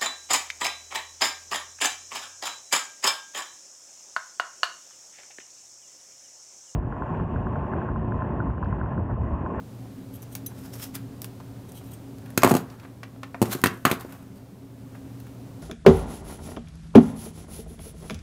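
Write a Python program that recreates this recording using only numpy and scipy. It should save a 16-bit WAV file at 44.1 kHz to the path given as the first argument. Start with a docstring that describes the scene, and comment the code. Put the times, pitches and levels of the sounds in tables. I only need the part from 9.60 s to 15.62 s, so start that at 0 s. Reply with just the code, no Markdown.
"""Small steel pliers, close to the microphone, grip and twist a thin wire over a wooden table, drop and are picked up.
The jaws tick (noise snaps) and creak (ringing steel modes) on the wire; dense micro-slips scrape and rustle.
Blows ring the table's modes: it knocks and booms, with cracks and a steel rattle on top.
Behind are faint rustling hands and sleeves, a short room tail, smooth air and an appliance hum.
The recorder's gain control ducks after the loud knocks, holds, and comes back."""
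import sys
import numpy as np
from scipy import signal
from scipy.fft import rfft, irfft
from scipy.io import wavfile
from scipy.ndimage import uniform_filter1d, minimum_filter1d

SR = 44100
rng = np.random.default_rng(int(sys.argv[2]) if len(sys.argv) > 2 else 0)


def rack_gain(trim_db):
    """Turn a fader trim in dB into the linear factor to multiply a signal by."""
    fader = np.asarray(trim_db, float)
    return 10 ** (fader / 20)


def dump_mix(stems):
    """Bounce the given channels to the path in sys.argv[1] as a 16-bit WAV at rate SR."""
    frames = np.atleast_2d(stems).T  # one column per channel
    limited = np.clip(frames, -1, 1)  # hard clip at full scale
    pcm = np.round(limited * 32767).astype(np.int16)
    wavfile.write(sys.argv[1], SR, pcm)


N = 265482  # samples, about 6 s

# ringing modes of the steel jaws: f/Hz, relative level when struck/dB, t60/s when struck, relative level when rubbed/dB
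JAWS = [(3316, -24, .07, 6), (3941, -22, .065, 0), (6115, -3, .05, -1), (6659, -8, .065, -5),
        (8576, -22, .06, 3), (9803, -4, .07, -3), (10050, -9, .055, -9), (11770, 0, .045, 4),
        (12680, 1, .04, 1), (14290, -10, .035, 0)]
# spectrum shape of cracks and bright hiss: f/Hz, relative level per Hz/dB
CRACK = [(1800, -3), (3000, -1), (4200, -4.5), (5800, -2.5), (6650, -1), (9800, -1), (13700, 2),
         (15800, -5), (16500, -36.5)]


def rms_one(x):
    """Scale to rms 1."""
    return x / np.sqrt(np.mean(x ** 2) + 1e-20)


def at_hz(points, hz):
    """Read a table on a log-frequency axis."""
    table_hz, value = np.array(points)[:, 0], np.array(points)[:, 1]
    return np.interp(np.log(hz), np.log(table_hz), value)


def colour(x, spectrum):
    """Give a white signal a spectrum, keeping its power."""
    gain = rack_gain(at_hz(spectrum, np.fft.rfftfreq(N, 1 / SR) + 1))
    return irfft(rfft(x) * rms_one(gain), N)


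def band(x, low_hz, high_hz):
    """Causal band-pass."""
    sos = signal.butter(2, [low_hz, high_hz], "band", fs=SR, output="sos")
    return signal.sosfilt(sos, x + 1e-18)


def ring(x, hz, t60):
    """Two-pole resonance: a unit click starts a dying sine of starting height 1; t60 is at least 5 ms."""
    radius = rack_gain(-60 / (max(t60, .005) * SR))
    angle = 2 * np.pi * hz / SR
    return signal.lfilter([0, np.sin(angle)], [1, -2 * radius * np.cos(angle), radius ** 2], x + 1e-18)


def strike(times, db, modes, spread_db, in_step=.5, centre_hz=None, narrow_db=0):
    """Every blow rings every mode with a strength of its own; modes off its centre lose narrow_db an octave."""
    at, out = (np.asarray(times) * SR).astype(int), np.zeros(N)
    luck = rng.standard_normal((len(at), len(modes)))
    # in_step is the chance that a mode starts in the common direction
    sign = np.where(rng.random((len(at), len(modes))) < in_step, -1, 1)
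    for k, (hz, mode_db, t60, *rest) in enumerate(modes):
        octaves_off = 0 if centre_hz is None else np.abs(np.log2(hz / centre_hz))
        click_db = db + mode_db + spread_db * luck[:, k] - narrow_db * octaves_off
        clicks = np.zeros(N)
        clicks[at] = rack_gain(click_db) * sign[:, k]
        out += ring(clicks, hz, t60)
    return out


def bursts(times, db, lengths, spike=0, centre_hz=None):
    """Noise that starts at once, with a brief spike, and dies by 1/e in each length; white, or a band about a centre."""
    out, t = np.zeros(N), np.arange(int(.12 * SR)) / SR
    white = rng.standard_normal((len(times), len(t)))
    for k, (s, level_db, length) in enumerate(zip(times, db, lengths)):
        envelope = np.exp(-t / max(length, 3e-4)) + spike * np.exp(-t / 0.00029)
        burst = rack_gain(level_db) * white[k] * envelope
        if centre_hz is not None:
            burst = band(burst, centre_hz[k] / 2.02, centre_hz[k] * 1.777)
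        start = int(s * SR)
        out[start:start + len(t)] += burst[:N - start]
    return out


def wander(rate):
    """Slow chance: normal random points, rate a second, joined by straight lines."""
    return np.interp(np.arange(N) * rate / SR, np.arange(800), rng.standard_normal(800))


def strokes(times, lengths, db):
    """One gain row a stroke, every 64th sample: a quick swell to the peak and a slower fade."""
    rise_share = 0.44  # part of the length before the peak
    edge_db, roundness = -21, 0.92  # level at both ends against the peak; 1 is pointed, 2 round
    t = np.arange(0, N + 64, 64) / SR - times[:, None]
    part = np.where(t < 0, -t / rise_share, t / (1 - rise_share)) / lengths[:, None]
    return rack_gain(db[:, None] + edge_db * np.minimum(part, 4) ** roundness)


def spread_out(gain):
    """From every 64th sample to every sample."""
    return np.interp(np.arange(N) / 64, np.arange(len(gain)), gain)


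def slips():
    """Dense uneven micro-slips: clicks of either sign at random moments, 12000 a second on average."""
    size = rack_gain(4.0 * np.minimum(rng.exponential(1, N), 5))
    happens = rng.random(N) < 12000 / SR
    return size * rng.choice([-1, 1], N) * happens


def room_air():
    """Smooth, steady room air: coloured noise."""
    # air spectrum shape: f/Hz, relative level per Hz/dB
    air_shape = [(20, -34.5), (40, -19), (62, -3.5), (110, -1.5), (200, 2), (310, -7), (500, -9.5),
                 (1000, -19), (2000, -29), (4000, -30.5), (8000, -33), (13000, -34), (15700, -34),
                 (16300, -48)]
    return rack_gain(-45.5) * colour(rng.standard_normal(N), air_shape)


def hum():
    """An appliance in the room: a steady core with a little drift, and wavering lines of resonated noise."""
    # hum lines: f/Hz, width of one resonance pass/Hz, rms level/dB
    hum_lines = [(117.8, 37, -48.5), (188.3, 24, -59), (268.9, 18, -47), (383.9, 9.1, -60.5)]
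    core_hz, core_rms_db = 118, -46
    drifting_hz = core_hz + 1.5 * wander(rate=3.0)
    out = rack_gain(core_rms_db + 3) * np.sin(2 * np.pi * np.cumsum(drifting_hz) / SR)  # +3 dB: rms to peak
    for hz, width_hz, db in hum_lines:
        t60 = np.log(1000) / (np.pi * width_hz)
        once = ring(rng.standard_normal(N + SR), hz, t60)
        twice = ring(once, hz, t60)
        out += rack_gain(db) * rms_one(twice[SR:])  # skip the build-up
    return out


def room(x):
    """A diffuse tail: octave bands of noise, each dying at its own rate, faded in over the first 11 ms."""
    # decay of the room: f/Hz, t60/s
    room_decay = [(100, 0.42), (300, 0.29), (1000, 0.33), (4000, 0.21), (14000, 0.13)]
    t, tail = np.arange(SR) / SR, 0
    for hz in 90 * 2 ** np.arange(0, 7.5):
        octave = band(rng.standard_normal(SR), hz / np.sqrt(2), hz * np.sqrt(2))
        tail = tail + octave * rack_gain(-60 * t / at_hz(room_decay, hz))
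    tail = tail * np.clip(t / 0.011, 0, 1)
    return signal.fftconvolve(x, tail / np.sqrt(np.sum(tail ** 2)))[:N]


def rustle():
    """Hands and sleeves shift all the time: a faint dull noise that comes in uneven swells."""
    swell = rack_gain(-69.5 + 2.9 * wander(rate=32.0))
    return swell * rms_one(band(rng.standard_normal(N), 400, 2300))


def knocks():
    """Pliers and fingers hit the table: a pitched clack, wood and boom modes, contact noise, crack and rattle."""
    # blows: t/s, base level/dB, f/Hz of the knock, boom level/dB and crack level/dB against the base
    blows = [(0.256, -45, 740, -21, -13), (1.801, -39.5, 930, -17, -4.5), (2.212, -44, 750, -19, -21),
             (2.7764, -19.5, 1440, 6, 10), (2.8197, -24.5, 1150, -13, 4), (2.8334, -5, 1050, -8, -3),
             (2.846, -7.5, 990, 1, -3.5), (2.8643, -13.5, 1010, 0, -21), (2.875, -16.5, 920, -6, -2),
             (2.8938, -23.5, 930, -3, -3), (2.9102, -14.5, 766, 3, -8), (2.9152, -16.5, 930, 11, 0),
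             (2.9394, -19.5, 760, 1, 0), (2.951, -20.5, 755, 12, 4), (2.967, -22, 730, -10, 2.5),
             (2.982, -44, 1290, -7, 1), (3.101, -52, 2120, -24, 15.5), (3.198, -41.5, 1320, -21, 4),
             (3.233, -40, 1310, -13, -14), (3.251, -36, 1150, -20, -23), (3.432, -28.5, 1500, -25, -2),
             (3.561, -42.5, 750, -22, -16), (3.632, -24.5, 1300, -22, -4), (3.745, -23.5, 900, -17, -34),
             (3.8168, -16, 820, 9, 3), (3.826, -18, 750, 8, 2), (3.856, -32, 1760, -15, 6),
             (3.95, -30, 900, 11, -10), (4.0388, -7.5, 1450, -2.5, 1.5), (4.0594, -12.5, 1650, 0, -0.5),
             (4.07, -27, 1320, 2.5, 13.5), (4.252, -5, 1340, -6, -2), (4.267, -13.5, 1300, -1, -15),
             (4.3137, -17, 2130, 4.5, 5.5), (4.327, -24, 1050, 5.5, -11), (4.449, -36.5, 960, 9, -10.5)]
    # slow boom modes of the table top: f/Hz, relative level/dB, t60/s
    boom_modes = [(119, -4, 0.18), (187, -3, 0.052), (259, 6, 0.044), (357, 2, 0.05), (431, -0.5, 0.043),
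                  (544, -5.5, 0.04)]
    # knock modes of the table top: f/Hz, relative level/dB, t60/s
    wood_modes = [(579, 12, 0.032), (709, 5.5, 0.08), (930, 2.5, 0.024), (1003, -28, 0.013),
                  (1043, 0, 0.067), (1176, 6, 0.03), (1300, -9.5, 0.074), (1440, -13.5, 0.04),
                  (1604, -1.5, 0.02), (1790, -19.5, 0.019), (2120, 0.5, .04), (2470, 4.5, 0.024),
                  (2930, -33, 0.03)]
    # loose pliers rattling as they hit the table: f/Hz, relative level/dB, t60/s
    handle_modes = [(2610, 0, .025), (3250, -1, 0.017), (4130, -1.5, .035), (4490, 1.5, 0.015),
                    (6730, 2, 0.028), (8040, 2.5, 0.022), (8540, 1, .025), (12860, 0.5, 0.017)]
    s, db, hz, boom_db, crack_db = np.transpose(blows)
    crack_level_db = db + crack_db
    soft = db < -23  # a fingertip or a light touch clacks less and has a duller crack
    hard = ~soft
    contact_s = np.full(len(s), 0.0047)  # the crack's noise dies by 1/e
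    wood = strike(s, db - 13.5, wood_modes, spread_db=4.5, centre_hz=hz, narrow_db=8.5)
    wood += bursts(s, db + 5.0, contact_s * 1.62, spike=0.31, centre_hz=hz)
    # the clack: a sine at the knock's pitch that falls 60 dB in 9 cycles
    clack_db, clack_cycles = 9, 9
    t = np.arange(SR // 50) / SR
    for at, level_db, pitch_hz in zip((s * SR).astype(int), db - 7 * soft, hz):
        fade = rack_gain(level_db + clack_db - 60 * t * pitch_hz / clack_cycles)
        wood[at:at + len(t)] -= fade * np.sin(2 * np.pi * pitch_hz * t)
    boom = band(strike(s, db + boom_db - 5.5, boom_modes, spread_db=1.5, in_step=0.93), 105, 1100)
    crack = colour(bursts(s, crack_level_db - 7.5 - 9 * soft, contact_s, spike=0.52), CRACK)
    crack += band(bursts(s[soft], crack_level_db[soft] - 4.5, contact_s[soft]), 2900, 6700)
    rattle = strike(s[hard], crack_level_db[hard] - 17, handle_modes, spread_db=2.5)
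    # the heel of the hand lands and rings only the table's deepest mode
    palm = strike([3.829], -16.5, boom_modes[:1], spread_db=1.5)
    return wood + boom + palm + crack + rattle


def rubs():
    """Wire slides, steel drags on wood, or a hand rustles softly: bright hiss, duller rub and one resonance."""
    # rubs: t/s of the peak, length/s, base level/dB, dull part's level against the base/dB, f/Hz of the resonance
    rub_strokes = [(0.916, 0.065, -65, 15, 900), (0.99, 0.16, -55.5, -2, 5300),
                   (1.057, 0.11, -51, -6, 5250), (1.137, 0.03, -44, -16, 5500), (1.156, .08, -48, -5, 5440),
                   (1.229, 0.086, -35, -30, 5360), (1.351, 0.03, -39, -11, 1990),
                   (2.698, 0.34, -83, 26, 4200), (2.853, 0.061, -37, 11, 1800),
                   (2.899, 0.068, -31, -1, 8400), (2.968, 0.094, -36.5, 3, 4200),
                   (3.114, 0.32, -62, 11, 4320), (3.238, 0.2, -71, 18, 4180), (3.868, 0.11, -41, 3.5, 8600),
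                   (3.93, 0.053, -24, -4, 4130), (3.994, 0.09, -50, 6, 6990),
                   (4.064, 0.038, -39.5, 0.5, 2590), (4.138, 0.36, -52, -15, 2520),
                   (4.277, 0.023, -30.5, 1.5, 1450), (4.303, 0.051, -35.5, 13.5, 1490),
                   (4.335, 0.043, -34.5, -3, 4650), (4.407, 0.09, -48.5, 5, 4650),
                   (4.524, 0.3, -51, 5, 2550), (4.77, .06, -56, -12, 4500),
                   (5.355, 0.04, -60.5, 16.5, 1100)]
    tone_db, tone_t60_s = -7.5, .005
    s, length, db, dull_db, tones_hz = np.transpose(rub_strokes)
    gain, drive = strokes(s, length, db), slips()
    out = spread_out(gain.sum(axis=0)) * rms_one(colour(slips(), CRACK))
    out += spread_out(rack_gain(dull_db) @ gain) * rms_one(band(slips(), 530, 1600))
    for at, row, hz in zip((s * SR).astype(int), gain, tones_hz):
        near = slice(at - SR // 4, at + SR // 4)
        tone = rms_one(ring(drive[near], hz, tone_t60_s))
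        out[near] += rack_gain(tone_db) * spread_out(row)[near] * tone
    judder = rack_gain(2 * wander(rate=125))  # a rub catches and lets go
    return out * judder


def creaks():
    """The jaws bite on the wire: slips keep the steel modes near a centre singing, over a thin hiss."""
    # creaks: t/s of the peak, length/s, base level/dB, f/Hz of the singing's centre
    bites = [(0.541, 0.024, -50, 12500), (0.559, 0.04, -50, 12500), (0.729, 0.048, -47.5, 10500),
             (2.092, 0.033, -53.5, 8000), (2.155, .03, -50, 9000), (2.177, 0.049, -47.5, 7150),
             (2.243, .03, -62, 9000), (2.27, 0.087, -56.5, 8500), (2.318, 0.027, -52, 9500),
             (2.339, 0.034, -48.5, 8000)]
    sing_db, narrow_db = -9, 5.5  # general level of the modes; loss an octave off centre
    sing_t60_s, sing_wander_db = .013, 4
    s, length, db, centre_hz = np.transpose(bites)
    gain, drive = strokes(s, length, db), slips()
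    luck = rng.standard_normal((len(s), len(JAWS)))
    hiss = rms_one(band(colour(slips(), CRACK), 6400, 17000))
    out = spread_out(gain.sum(axis=0)) * rack_gain(-2) * hiss
    for k, (hz, struck_db, t60, rubbed_db) in enumerate(JAWS):
        octaves_off = np.abs(np.log2(hz / centre_hz))
        share = rack_gain(sing_db + rubbed_db - narrow_db * octaves_off + 2.5 * luck[:, k])
        flicker = rack_gain(sing_wander_db * wander(rate=30))
        out += spread_out(share @ gain) * flicker * rms_one(ring(drive, hz, sing_t60_s))
    return out


def ticks():
    """Jaws snap on the wire: a sharp broad snap and short buzz, a lower wire twang, now and then ringing jaws."""
    # snaps: t/s, base level/dB, twang level against the base/dB, contact length/s
    snaps = [(0.628, -35, -22, .006), (0.7521, -18.5, -19.5, 0.0019), (0.862, -25.5, -37, 0.0015),
             (1.198, -36, -7.5, .003), (1.353, -22.5, -21, 0.0075), (1.6185, -22, -25, 0.0021),
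             (1.6443, -22.5, -16.5, 0.0018), (2.12, -34, -35, .002), (2.584, -40.5, -13, .001),
             (2.66, -43, -5.5, .003), (2.704, -36.5, -10, 0.0011), (4.016, -26, -21, 0.0033),
             (4.409, -27.5, -14.5, 0.0056), (4.524, -33, -16, .003), (5.602, -40, -13, .002),
             (5.668, -46, -3, 0.0022)]
    # the jaws meet and ring freely: t/s, base level/dB
    pings = [(.621, -45.5), (0.8643, -29.5), (5.599, -58), (5.6694, -62)]
    s, db, twang_db, length = np.transpose(snaps)
    snap = bursts(s, db - 10, length, spike=1.85)
    snap += bursts(s, db - 20, np.full(len(s), .012))  # the buzz
    twang = band(bursts(s, db + twang_db + 10, length * 2.7), 690, 2600)
    bright = band(snap, 3600, 17000) + rack_gain(-4.5) * band(snap, 9100, 16000)
    ping_s, ping_db = np.transpose(pings)
    return bright + twang + strike(ping_s, ping_db, JAWS, spread_db=4.0)


def scene():
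    """Hands and tools close to the microphone, their tail in the room, and the background."""
    near = band(ticks() + creaks() + rubs() + knocks() + rustle(), 94, 20000)
    background = room_air() + hum()
    return (near + rack_gain(-13.5) * room(near) + background)[None]


def gain_control(dry):
    """Loud passages duck the gain, which holds and then recovers."""
    knee_db, duck_db = -25, -5  # duck_db is multiplied by a loudness of at most 2/3
    attack_s, hold_s, release_s = 0.16, 0.8, 0.17
    level_db = 10 * np.log10(np.abs(uniform_filter1d(dry[0] ** 2, size=441)) + 1e-12)
    loud = 1 / (1.5 + np.exp(knee_db - level_db))
    hold = 2 * int(hold_s * SR / 2)
    # running maximum that looks back only
    held = -minimum_filter1d(-loud, hold + 1, origin=hold // 2, mode="constant")
    fast, slow = [signal.lfilter([1 / (s * SR)], [1, 1 / (s * SR) - 1], held) for s in (attack_s, release_s)]
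    return dry * rack_gain(duck_db * np.maximum(fast, slow))


def band_limit(x):
    """A steep low-pass at the top of the band."""
    return signal.sosfilt(signal.butter(12, 16850, fs=SR, output="sos"), x)


def record(dry):
    """The recorder: gain control, then softly rounded peaks, then the top cut near 16 kHz."""
    rounded = np.tanh(gain_control(dry) / 1.2) * 1.2
    top_cut = signal.cheby2(10, 30, 16100, fs=SR, output="sos")
    return band_limit(signal.sosfilt(top_cut, rounded))


dry = scene()
out = record(dry)
dump_mix(out)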